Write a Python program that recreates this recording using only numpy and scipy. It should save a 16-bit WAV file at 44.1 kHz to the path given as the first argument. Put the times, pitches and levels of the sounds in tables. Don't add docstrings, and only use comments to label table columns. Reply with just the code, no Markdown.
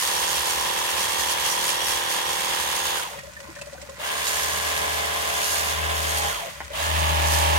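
import sys
import numpy as np
from scipy import signal
from scipy.fft import rfft, irfft, next_fast_len
from scipy.io import wavfile

SR = 44100
rng = np.random.default_rng(int(sys.argv[2]) if len(sys.argv) > 2 else 0)


def put_to_file(sound):
    columns = np.atleast_2d(sound).T
    safe = np.clip(columns, -1, 1)
    whole_steps = np.round(safe * 32767)
    wavfile.write(sys.argv[1], SR, whole_steps.astype(np.int16))


N = 334278
TIME = np.arange(N) / SR

# [pressed t/s, released t/s, spin-up/s, water pressure's time constant/s, nozzle level/dB]
BURSTS = [(-1, 2.963, .13, .25, -30.2), (3.966, 6.29, .12, .37, -30.5), (6.7, 8, .13, .3, -28.4)]
BURST_CHANGES = (3.6, 6.6)
# [t/s, crank turns per s]
FULL_SPEED = [(1.7, 39.28), (1.9, 39.12), (2.95, 39.07), (4.15, 39.3), (5.7, 39.05), (6.2, 39.17),
              (6.88, 39.8), (7.05, 39.15), (7.58, 38.95)]
# [t/s, level/dB]
PUMP_LEVEL = [(0, -30), (1.4, -30.5), (2.9, -30.5), (4.1, -37), (4.7, -32.5), (5.4, -32), (5.9, -33.3),
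              (6.3, -31), (6.8, -32), (7.1, -28), (7.58, -24.5)]
VALVE_LEVEL = [(0, -37.3), (2.9, -37), (4.05, -45), (4.35, -37.5), (4.9, -38), (5.3, -42.5), (6.2, -43),
               (6.85, -44), (7.2, -38), (7.58, -36)]
ROTOR_LEVEL = [(0, -48), (1.4, -44), (2.9, -45), (4.05, -42), (4.6, -39), (5.2, -44), (5.6, -42.5),
               (6.1, -50), (7.58, -48)]
THROB_LEVEL = [(4.2, -58), (4.5, -45), (5.1, -43), (5.4, -52), (5.85, -33.5), (6.3, -38), (6.8, -39),
               (6.95, -27.3), (7.58, -26.2)]
# [t/s, level/dB]
RATTLE_LEVEL = [(2.96, -35.5), (3.08, -39), (3.13, -50), (4.0, -46), (6.29, -42), (6.41, -40), (6.46, -41),
                (6.5, -52), (6.72, -48)]
# [t/s, level/dB]
SPATTER_LEVEL = [
    [(0.0, -29), (0.95, -33), (1.03, -29), (1.07, -33), (1.31, -29), (1.37, -35), (1.46, -28), (1.57, -33),
     (1.69, -29), (1.81, -38), (1.89, -28), (2.05, -38), (2.12, -29), (2.23, -37), (2.28, -33), (2.95, -33)],
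    [(4.05, -39), (4.21, -35), (4.29, -30), (4.64, -34), (5.3, -36), (5.53, -28), (5.82, -39), (6.17, -32),
     (6.3, -36)],
    [(6.8, -37), (7.196, -37), (7.344, -28), (7.438, -34), (7.57, -35)],
]
# [t/s, gain]
TRAY_GAIN = [(0, 0.7), (1.8, 1), (2.9, 0.37), (3.3, 0.23), (5.2, 0.86), (5.5, 0.58), (6.2, 0.49), (6.6, .2),
             (7.58, 0.84)]
# [f/Hz, width/Hz, level/dB, right minus left/dB]
HOUSING_ABOVE = [(196, 12, -17, 6), (355.4, 18, -5.5, 8.5), (420, 34, -7.5, 10), (520, 44, 0, 2),
                 (630, 50, -13, 5), (780, 13, 6, 6), (904, 20, 5, 9), (978, 25, 4, -5), (1780, 240, -18, 8),
                 (3360, 250, -5, 8)]
HOUSING_ASIDE = [(196, 12, -15, 6), (300, 60, -15, 8), (433, 20, -4.5, 8), (470, 15, -6, 8),
                 (585, 120, -4, 3), (703, 22.7, -1, 12), (815, 26, -0.5, 4.5), (975, 16, 1, 3),
                 (1068, 28, 1, 0), (1160, 30, -5, -3), (1650, 190, -1, -1), (3350, 250, -15, 10)]
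HOUSING_CLOSE = [(325, 74, -10, 4), (428, 21, -3.5, 3), (570, 70, 1, 9), (640, 30, 5.5, 7),
                 (800, 52, 2.5, 9.5), (920, 36, 8, 7), (1080, 70, 2, 2), (1190, 64, 1, 1),
                 (1700, 150, -5, 4), (2800, 850, -13, 17.5)]
# [f/Hz, width/Hz, level against housing/dB]
BASIN_WAVE = [(790, 30, -7), (750, 110, -1.5), (765, 80, -6)]
# [f/Hz, width/Hz, level/dB]
SHELL_RING = [
    [(980, 85, 0), (1640, 260, -14), (1900, 200, -15)],
    [(680, 120, -6), (1060, 80, 0), (1300, 150, -11), (1640, 120, -4), (2030, 240, -5)],
    [(640, 90, 0), (920, 120, 0), (1720, 150, -7), (2350, 400, -6)],
]
# [f/Hz, width/Hz, level/dB]
TRAY_RING = [(2790, 160, -5), (3300, 130, 0), (5650, 120, -7), (6600, 350, -2)]
SINK_RING = [(570, 50, -4), (1020, 60, -1), (1450, 50, -1), (1950, 60, 1), (2450, 90, -4)]
GRIP_RING = [(310, 120, -11), (576, 110, -5), (861, 90, 5), (1130, 200, -6), (1450, 130, -2),
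             (1940, 150, 0), (2430, 200, -12), (3040, 300, -16), (4900, 2000, -26)]
# [multiple of crank, level/dB in first, second and third burst]
GEAR_TONES = [(26, -47, -54, -52), (27, -50, -40, -45), (30, -50, -45, -46), (40, -45, -45, -52),
              (41, -48, -46, -54), (43, -54, -48, -39), (44, -45, -51, -43), (45, -46, -54, -39),
              (46, -44, -54, -54), (48, -47, -50, -50), (53, -56, -45, -54), (85, -47, -49, -47),
              (89, -48, -48, -49), (91, -48, -48, -47)]
# [multiple of crank, relative level/dB]
RATTLE_STRANDS = [(30, -11), (38, -14), (43, 0), (47, -3), (54, -15)]
# [f/Hz, level/dB]
JET_COLOUR = [(25, -30), (120, -15.5), (240, -13), (330, -15.5), (500, -4.5), (800, -2.5), (1050, 3.5),
              (1350, -2), (1700, -1.5), (2200, 0.8), (2550, -2.5), (2800, 2), (3500, 0), (3800, -4.5),
              (6000, -18), (15000, -18.5)]
SPATTER_COLOUR = [(30, -45), (400, -16.5), (1500, -1.5), (3000, -5.5), (4300, 1.5), (5300, 0.5), (6200, -1),
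                  (6500, 7.5), (7350, -1), (7600, -8), (7950, -1), (8200, 2), (10000, -1), (13000, -3),
                  (16000, -14)]
DRIP_COLOUR = [(150, -45), (600, -8), (2000, -4.5), (8500, -6.5), (11000, -21), (16000, -25)]
AIR_COLOUR = [(20, -26), (40, -30), (65, 12.5), (100, -3.5), (140, 1.5), (195, -4), (250, -10.5),
              (500, -23), (1500, -10.5), (8000, -29)]
BUFFET_COLOUR = [(15, -25), (40, -2), (130, 1), (190, 1), (250, -6), (320, -2), (450, -16), (900, -60)]
PATTER_COLOUR = [(200, -11), (400, -7), (700, -3), (2000, -1), (4000, -6), (8500, -10), (12000, -36)]
# [start t/s, end t/s, f/Hz, width/Hz, level/dB]
WHISTLES = [(1.0, 2.17, 3300, 80, -43), (2.15, 2.56, 3290, 60, -44), (2.6, 2.95, 3530, 90, -43),
            (5.9, 6.42, 3180, 220, -42), (6.13, 6.3, 825, 40, -37), (0, 2.4, 5654, 25, -49)]
# [t/s, level/dB]
DRIPS = [(3.1887, -30), (3.232, -35), (3.332, -35), (3.4, -30), (3.5514, -32), (3.588, -35), (3.6125, -27),
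         (3.657, -33), (3.73, -35), (3.8142, -30), (3.8931, -30), (6.645, -31)]
# [t/s, f/Hz, level/dB]
BIG_BUBBLES = [(3.135, 900, -35), (3.186, 1930, -31), (3.365, 1790, -34), (3.44, 1080, -41),
               (3.47, 1060, -41), (3.485, 333, -40), (3.56, 1750, -36), (3.587, 1450, -39),
               (3.612, 2400, -34), (3.745, 840, -40), (3.778, 1440, -41), (3.89, 1050, -40),
               (6.483, 1950, -38), (6.64, 1920, -37)]
GULPS = [(3.118, 576, -38), (3.167, 573, -36), (3.232, 576, -36), (3.272, 581, -36), (3.305, 570, -43),
         (3.385, 560, -44), (3.403, 549, -40), (3.435, 540, -44), (3.467, 576, -40), (3.563, 579, -37),
         (3.612, 576, -34), (3.667, 568, -34), (3.727, 571, -34), (3.778, 536, -41), (3.824, 579, -36),
         (3.887, 546, -35), (3.925, 560, -41), (3.992, 600, -36), (6.422, 670, -33), (6.45, 540, -35),
         (6.467, 640, -34), (6.51, 600, -45), (6.565, 570, -43), (6.702, 560, -33), (6.731, 630, -32),
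         (6.795, 630, -29)]
# [t/s, relative level/dB]
KNOCKS = [(6.604, 0), (6.6087, -5), (6.6142, -4), (6.622, -13)]
# [f/Hz, right minus left/dB]
RIGHT_BIAS = [(60, -6.5), (200, -13.5), (300, -3.5), (700, -3.5), (1300, 2.5), (2500, -2.5), (4400, 4),
              (7800, 6.5), (9000, 4), (11000, -2.5)]
# [t/s, lag/ms]
SOURCE_LAG = [(0, 0.44), (2.9, .45), (3.6, .1), (4.3, 0.24), (5.8, 0.3), (6.4, 0.34), (7.58, 0.45)]

COAST_S, FRICTION = .25, .3
ROTOR_ORDER = 42
SPATTER_GAIN_DB, SPATTER_POWER, FIZZ_DB = 2.5, 2.0, -53.5
BUBBLES_PER_S, BUBBLE_LOW_HZ, BUBBLE_HIGH_HZ, BUBBLE_DB = 24, 800, 2100, -49
SPLASH_DB = 6
GULP_HZ = 570
PIPE_HZ, PIPE_WIDTH_HZ, PIPE_DB, DRAIN_LAG_MS = 570, 55, -53, .35
CUTOFF_HZ = 16000


def from_db(db):
    return 10 ** (np.asarray(db) / 20)


def rms_one(x):
    return x / np.sqrt(np.mean(x ** 2) + 1e-20)


def in_time(rows):
    return np.interp(TIME, *np.transpose(rows))


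def coloured(x, points):
    size = next_fast_len(N + 4096)
    hz, db = np.transpose(points)
    bins = np.maximum(np.arange(size // 2 + 1) * SR / size, 1)
    gain = from_db(np.interp(np.log(bins), np.log(hz), db))
    return irfft(rfft(x, size) * gain, size)[..., :N]


def drift(rate):
    knots = rng.standard_normal(8000)
    return rms_one(np.interp(TIME * rate * 2, np.arange(len(knots)), knots))


def resonate(x, modes):
    out = 0
    for k, (hz, width, db) in enumerate(modes):
        r = np.exp(-np.pi * width / SR)
        poles = [1, -2 * r * np.cos(2 * np.pi * hz / SR), r * r]
        ring = signal.lfilter([1, 0, -1], poles, x + 1e-18)
        out = out + (-1) ** k * from_db(db) * (1 - r * r) / 2 * ring
    return out


def add(track, s, sound):
    at = int(s * SR)
    track[at:at + len(sound)] += sound[:N - at]


def scatter(x, delays_ms, bounce):
    size = next_fast_len(N + 8192)
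    spectrum, g = rfft(x, size), np.clip(bounce, 0, .85)
    hz = np.arange(len(spectrum)) * SR / size
    for ms in delays_ms:
        z = np.exp(-2j * np.pi * hz * ms / 1000)
        spectrum = spectrum * (z - g) / (1 - g * z)
    return irfft(spectrum, size)[:N]


def pan(db):
    return from_db(np.array([[-1], [1]]) * db / 2)


def at_ports(x, lag_ms):
    left, right = np.broadcast_to(x, (2, N))
    return np.array([np.interp(TIME - lag_ms / 1000, TIME, left), right])


def spread(x, diffuse_db):
    unrelated = np.array([np.roll(x, N // 3), np.roll(x, -N // 3)])
    return rms_one(at_ports(x, in_time(SOURCE_LAG)) + from_db(diffuse_db) * unrelated)


def wall_echoes(x, t60):
    t = TIME[:SR // 3]
    tail = rng.standard_normal((2, len(t))) * from_db(-60 * t / t60) * (t > .001)
    tail /= np.sqrt(np.sum(tail ** 2, axis=1, keepdims=True))
    return signal.fftconvolve(x, tail, axes=1)[:, :N]


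def in_sink(x, wet_db, t60):
    direct = at_ports(x, in_time(SOURCE_LAG))
    return direct + from_db(wet_db) * wall_echoes(direct, t60)


def air(level_db=-50, apart=0.29):
    noise = rng.standard_normal(N) + apart * rng.standard_normal((2, N))
    return from_db(level_db) * rms_one(coloured(noise, AIR_COLOUR))


def droplets(per_s, size_db):
    sizes = from_db(size_db * np.minimum(rng.exponential(1, N), 5)) * rng.choice([-1, 1], N)
    return rms_one(sizes * (rng.random(N) < per_s / SR))


def trickle(level_db=-50.5, ring_db=-49):
    patter = spread(coloured(droplets(per_s=900, size_db=3.5), PATTER_COLOUR), diffuse_db=10)
    ring = spread(resonate(droplets(per_s=120, size_db=3), SINK_RING), diffuse_db=3)
    return (from_db(level_db) * patter + from_db(ring_db) * ring) * from_db(2 * drift(8.8))


def at_random(per_s, db, spread_db):
    gap, size, draw = rng.random((400, 3)).T
    times = np.cumsum(-np.log(1 - gap)) / per_s
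    rows = np.transpose([times, db + spread_db * (2 * size - 1), draw])
    return rows[rows[:, 0] < TIME[-1]]


def bubbles():
    span = BUBBLE_HIGH_HZ / BUBBLE_LOW_HZ
    events = at_random(BUBBLES_PER_S, BUBBLE_DB, spread_db=4)
    return [(s, BUBBLE_LOW_HZ * span ** draw, db) for s, db, draw in events]


def drips(bubble_rows, t60=0.045, swell_s=.005):
    level, t = np.zeros(N), TIME[:SR // 6]
    splashes = [(s, db + SPLASH_DB) for s, _, db in bubble_rows]
    for s, db in DRIPS + splashes:
        add(level, s, from_db(db - 60 * t / t60) * (1 - np.exp(-t / swell_s)))
    return level * spread(coloured(rng.standard_normal(N), DRIP_COLOUR), diffuse_db=8)


def ringing_bubbles(bubble_rows, swell_s=0.006, rise=0.13, wobble=.65):
    out, t = np.zeros(N), TIME[:SR // 10]
    wander = np.cumsum(rng.standard_normal((64, len(t))), axis=1)
    for k, (s, hz, db) in enumerate(bubble_rows):
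        unevenness = wobble * wander[k % len(wander)] * np.sqrt(hz / SR)
        phase = 2 * np.pi * hz * t * (1 + rise * t) + unevenness
        age = t / swell_s * np.sqrt(hz / GULP_HZ)
        add(out, s, from_db(db) * age * np.exp(1 - age) * np.sin(phase))
    return out


def drain_gulps(level_db=1, wet_db=-9):
    mode = [(PIPE_HZ, PIPE_WIDTH_HZ, 0)]
    pipe = from_db(PIPE_DB) * rms_one(resonate(resonate(rng.standard_normal(N), mode), mode))
    chain = from_db(level_db) * ringing_bubbles(GULPS, swell_s=.008, rise=.1, wobble=.3)
    direct = at_ports(pipe + chain, DRAIN_LAG_MS)
    return direct + from_db(wet_db) * wall_echoes(direct, t60=.11)


def grip_knock(crack_t60=.04, crunch=.05, peak_db=-20):
    contact, t = np.zeros(N), TIME[:SR // 8]
    for s, db in KNOCKS:
        crack = crunch * from_db(-60 * t / crack_t60) * rng.standard_normal(len(t))
        add(contact, s, from_db(db) * ((t == 0) + crack))
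    body = resonate(contact, GRIP_RING)
    direct = at_ports(from_db(peak_db) * body / np.abs(body).max(), lag_ms=.1)
    return direct + from_db(-7) * wall_echoes(direct, t60=.1)


def pressure(turns, speed, first, second):
    stroke = 2 * np.pi * 2 * turns
    return 1 + speed * (first * np.cos(stroke) + second * np.cos(2 * stroke))


def spatter(turns, speed, mist=0.63, tray_db=-9):
    hits = droplets(per_s=4000, size_db=3.0) + mist * rng.standard_normal(N)
    ring = spread(resonate(hits, TRAY_RING), diffuse_db=12)
    ring = ring * from_db(tray_db + 2.5 * drift(12)) * in_time(TRAY_GAIN)
    splash = spread(coloured(hits, SPATTER_COLOUR), diffuse_db=6.0)
    ripple = pressure(turns, speed, first=.22, second=0.064)
    return (splash + ring) * ripple * from_db(1.0 * drift(25))


def whistles(flicker_db=2, fade_s=.03):
    out = np.zeros(N)
    for start, end, hz, width, db in WHISTLES:
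        held = np.clip(np.minimum(TIME - start, end - TIME) / fade_s, 0, 1)
        mode = [(hz, width, 0)]
        out += from_db(db) * held * rms_one(resonate(resonate(rng.standard_normal(N), mode), mode))
    return out * rms_one(from_db(flicker_db * drift(20)))


def throb(turns, overtone_db=-17.5, buffet_db=-20):
    stroke = 2 * np.pi * 2 * turns
    overtone = from_db(overtone_db) * np.sin(2 * stroke) * from_db(2 * drift(12))
    pulse = rms_one(np.sin(stroke) + overtone)
    buffet = rms_one(coloured(rng.standard_normal(N), BUFFET_COLOUR))
    return pulse + from_db(buffet_db) * buffet


def jet(turns, speed):
    rush = spread(coloured(rng.standard_normal(N), JET_COLOUR), diffuse_db=8.5)
    ripple = pressure(turns, speed, first=0.053, second=0.07)
    return rush * speed ** 1.33 * ripple * from_db(0.76 * drift(25) + 1.6 * drift(300))


def motor(coast_times):
    speed = np.zeros(N)
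    for (pressed, released, spin_up, _, _), coast_s in zip(BURSTS, coast_times):
        rise = 1 - (1 - np.clip((TIME - pressed) / spin_up, 0, 1)) ** 2
        coast = (1 + FRICTION) * np.exp(-np.maximum(TIME - released, 0) / coast_s) - FRICTION
        speed = np.maximum(speed, rise * coast)
    return speed


def coasting(turns, speed, rough=.75, wet_db=-6, lag_ms=.15):
    slack = np.clip(40 * (1 - speed), 0, 1) * np.clip(10 * speed - 2, 0, 1)
    rattle = 0
    for order, db in RATTLE_STRANDS:
        roughness = 1 + rough * (drift(70) + 1j * drift(70))
        rattle = rattle + from_db(db) * np.real(roughness * np.exp(2j * np.pi * order * turns))
    direct = at_ports(from_db(in_time(RATTLE_LEVEL)) * slack * rms_one(rattle) * pan(3), lag_ms)
    return direct + from_db(wet_db) * wall_echoes(direct, t60=.08)


def rotor(turns, speed, waver_db=2.5, flutter=.3):
    level = from_db(in_time(ROTOR_LEVEL) + waver_db * drift(12))
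    return level * np.sin(2 * np.pi * ROTOR_ORDER * turns + flutter * drift(25)) * speed ** 4


def gears(turns, speed, flutter=0.14):
    burst = np.searchsorted(BURST_CHANGES, TIME)
    tones = 0
    for order, *db in GEAR_TONES:
        level = from_db(np.array(db)[burst] + 2 * drift(15))
        tones = tones + level * np.sin(2 * np.pi * order * turns + flutter * drift(25))
    return tones * speed ** 4 * pan(2)


def valve(turns, speed, rough_db=1.0, rebound=.3, lag_ms=.13, right_db=-1):
    snaps = np.diff(np.floor(turns), prepend=0)
    snaps = snaps + rebound * np.diff(np.floor(turns + 2 / 3), prepend=0)
    snaps = snaps * from_db(rough_db * drift(30))
    burst, buzz = np.searchsorted(BURST_CHANGES, TIME), np.zeros(N)
    for k, modes in enumerate(SHELL_RING):
        buzz[burst == k] = rms_one(resonate(snaps[burst == k], modes))
    return at_ports(buzz * from_db(in_time(VALVE_LEVEL)) * speed ** 2, lag_ms) * pan(right_db)


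def pump(turns, speed, back_stroke=0.12, rough_db=1.0):
    knocks = np.diff(np.floor(turns), prepend=0)
    knocks = knocks + back_stroke * np.diff(np.floor(turns + .5), prepend=0)
    knocks = scatter(knocks * from_db(rough_db * drift(30)), delays_ms=(3.1, 4.7, 7.3), bounce=0.48)
    burst, housing, basin = np.searchsorted(BURST_CHANGES, TIME), np.zeros((2, N)), np.zeros(N)
    for k, modes in enumerate((HOUSING_ABOVE, HOUSING_ASIDE, HOUSING_CLOSE)):
        now = burst == k
        sides = [[(hz, width, db + sign * bias / 2) for hz, width, db, bias in modes] for sign in (-1, 1)]
        housing[:, now] = rms_one(np.array([resonate(knocks[now], side) for side in sides]))
        hz, width, db = BASIN_WAVE[k]
        basin[now] = from_db(db) * rms_one(resonate(knocks[now], [(hz, width, 0)]))
    standing_wave = np.array([-basin, basin])
    return (in_sink(housing, wet_db=-14, t60=.2) + standing_wave) * speed ** 1.4


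def scene():
    speed = motor([COAST_S] * len(BURSTS))
    flow = motor([bleed_s for _, _, _, bleed_s, _ in BURSTS])
    turns = np.cumsum(speed * in_time(FULL_SPEED) * (1 + .0013 * drift(15))) / SR

    machine = from_db(in_time(PUMP_LEVEL)) * pump(turns, speed) + valve(turns, speed)
    machine = machine + rotor(turns, speed) + coasting(turns, speed)
    machine = machine + in_sink(gears(turns, speed), wet_db=-13, t60=.2)

    rush_db = np.array(BURSTS)[np.searchsorted(BURST_CHANGES, TIME), -1]
    rush = from_db(rush_db) * jet(turns, flow)
    landing = from_db(in_time(np.vstack(SPATTER_LEVEL)) + SPATTER_GAIN_DB) * flow ** SPATTER_POWER
    water = rush + (landing + from_db(FIZZ_DB)) * spatter(turns, flow) + whistles() * pan(3)
    water = water + from_db(-8) * wall_echoes(water, t60=.09)
    low = from_db(in_time(THROB_LEVEL)) * throb(turns) * speed ** 3

    strays = bubbles()
    run_off = in_sink(ringing_bubbles(BIG_BUBBLES + strays), wet_db=-2, t60=0.11)
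    run_off = run_off + drain_gulps() + drips(strays) + trickle()
    return machine + water + low + run_off + grip_knock() + air()


def record(dry):
    left = coloured(dry[0], [(hz, -db / 2) for hz, db in RIGHT_BIAS])
    right = coloured(dry[1], [(hz, db / 2) for hz, db in RIGHT_BIAS])
    side = coloured((left - right) / 2, [(10000, 0), (11500, -25)])
    ports = (left + right) / 2 + np.array([side, -side])
    return signal.sosfilt(signal.ellip(12, .1, 90, CUTOFF_HZ, fs=SR, output="sos"), ports)


dry = scene()
out = record(dry)
put_to_file(out)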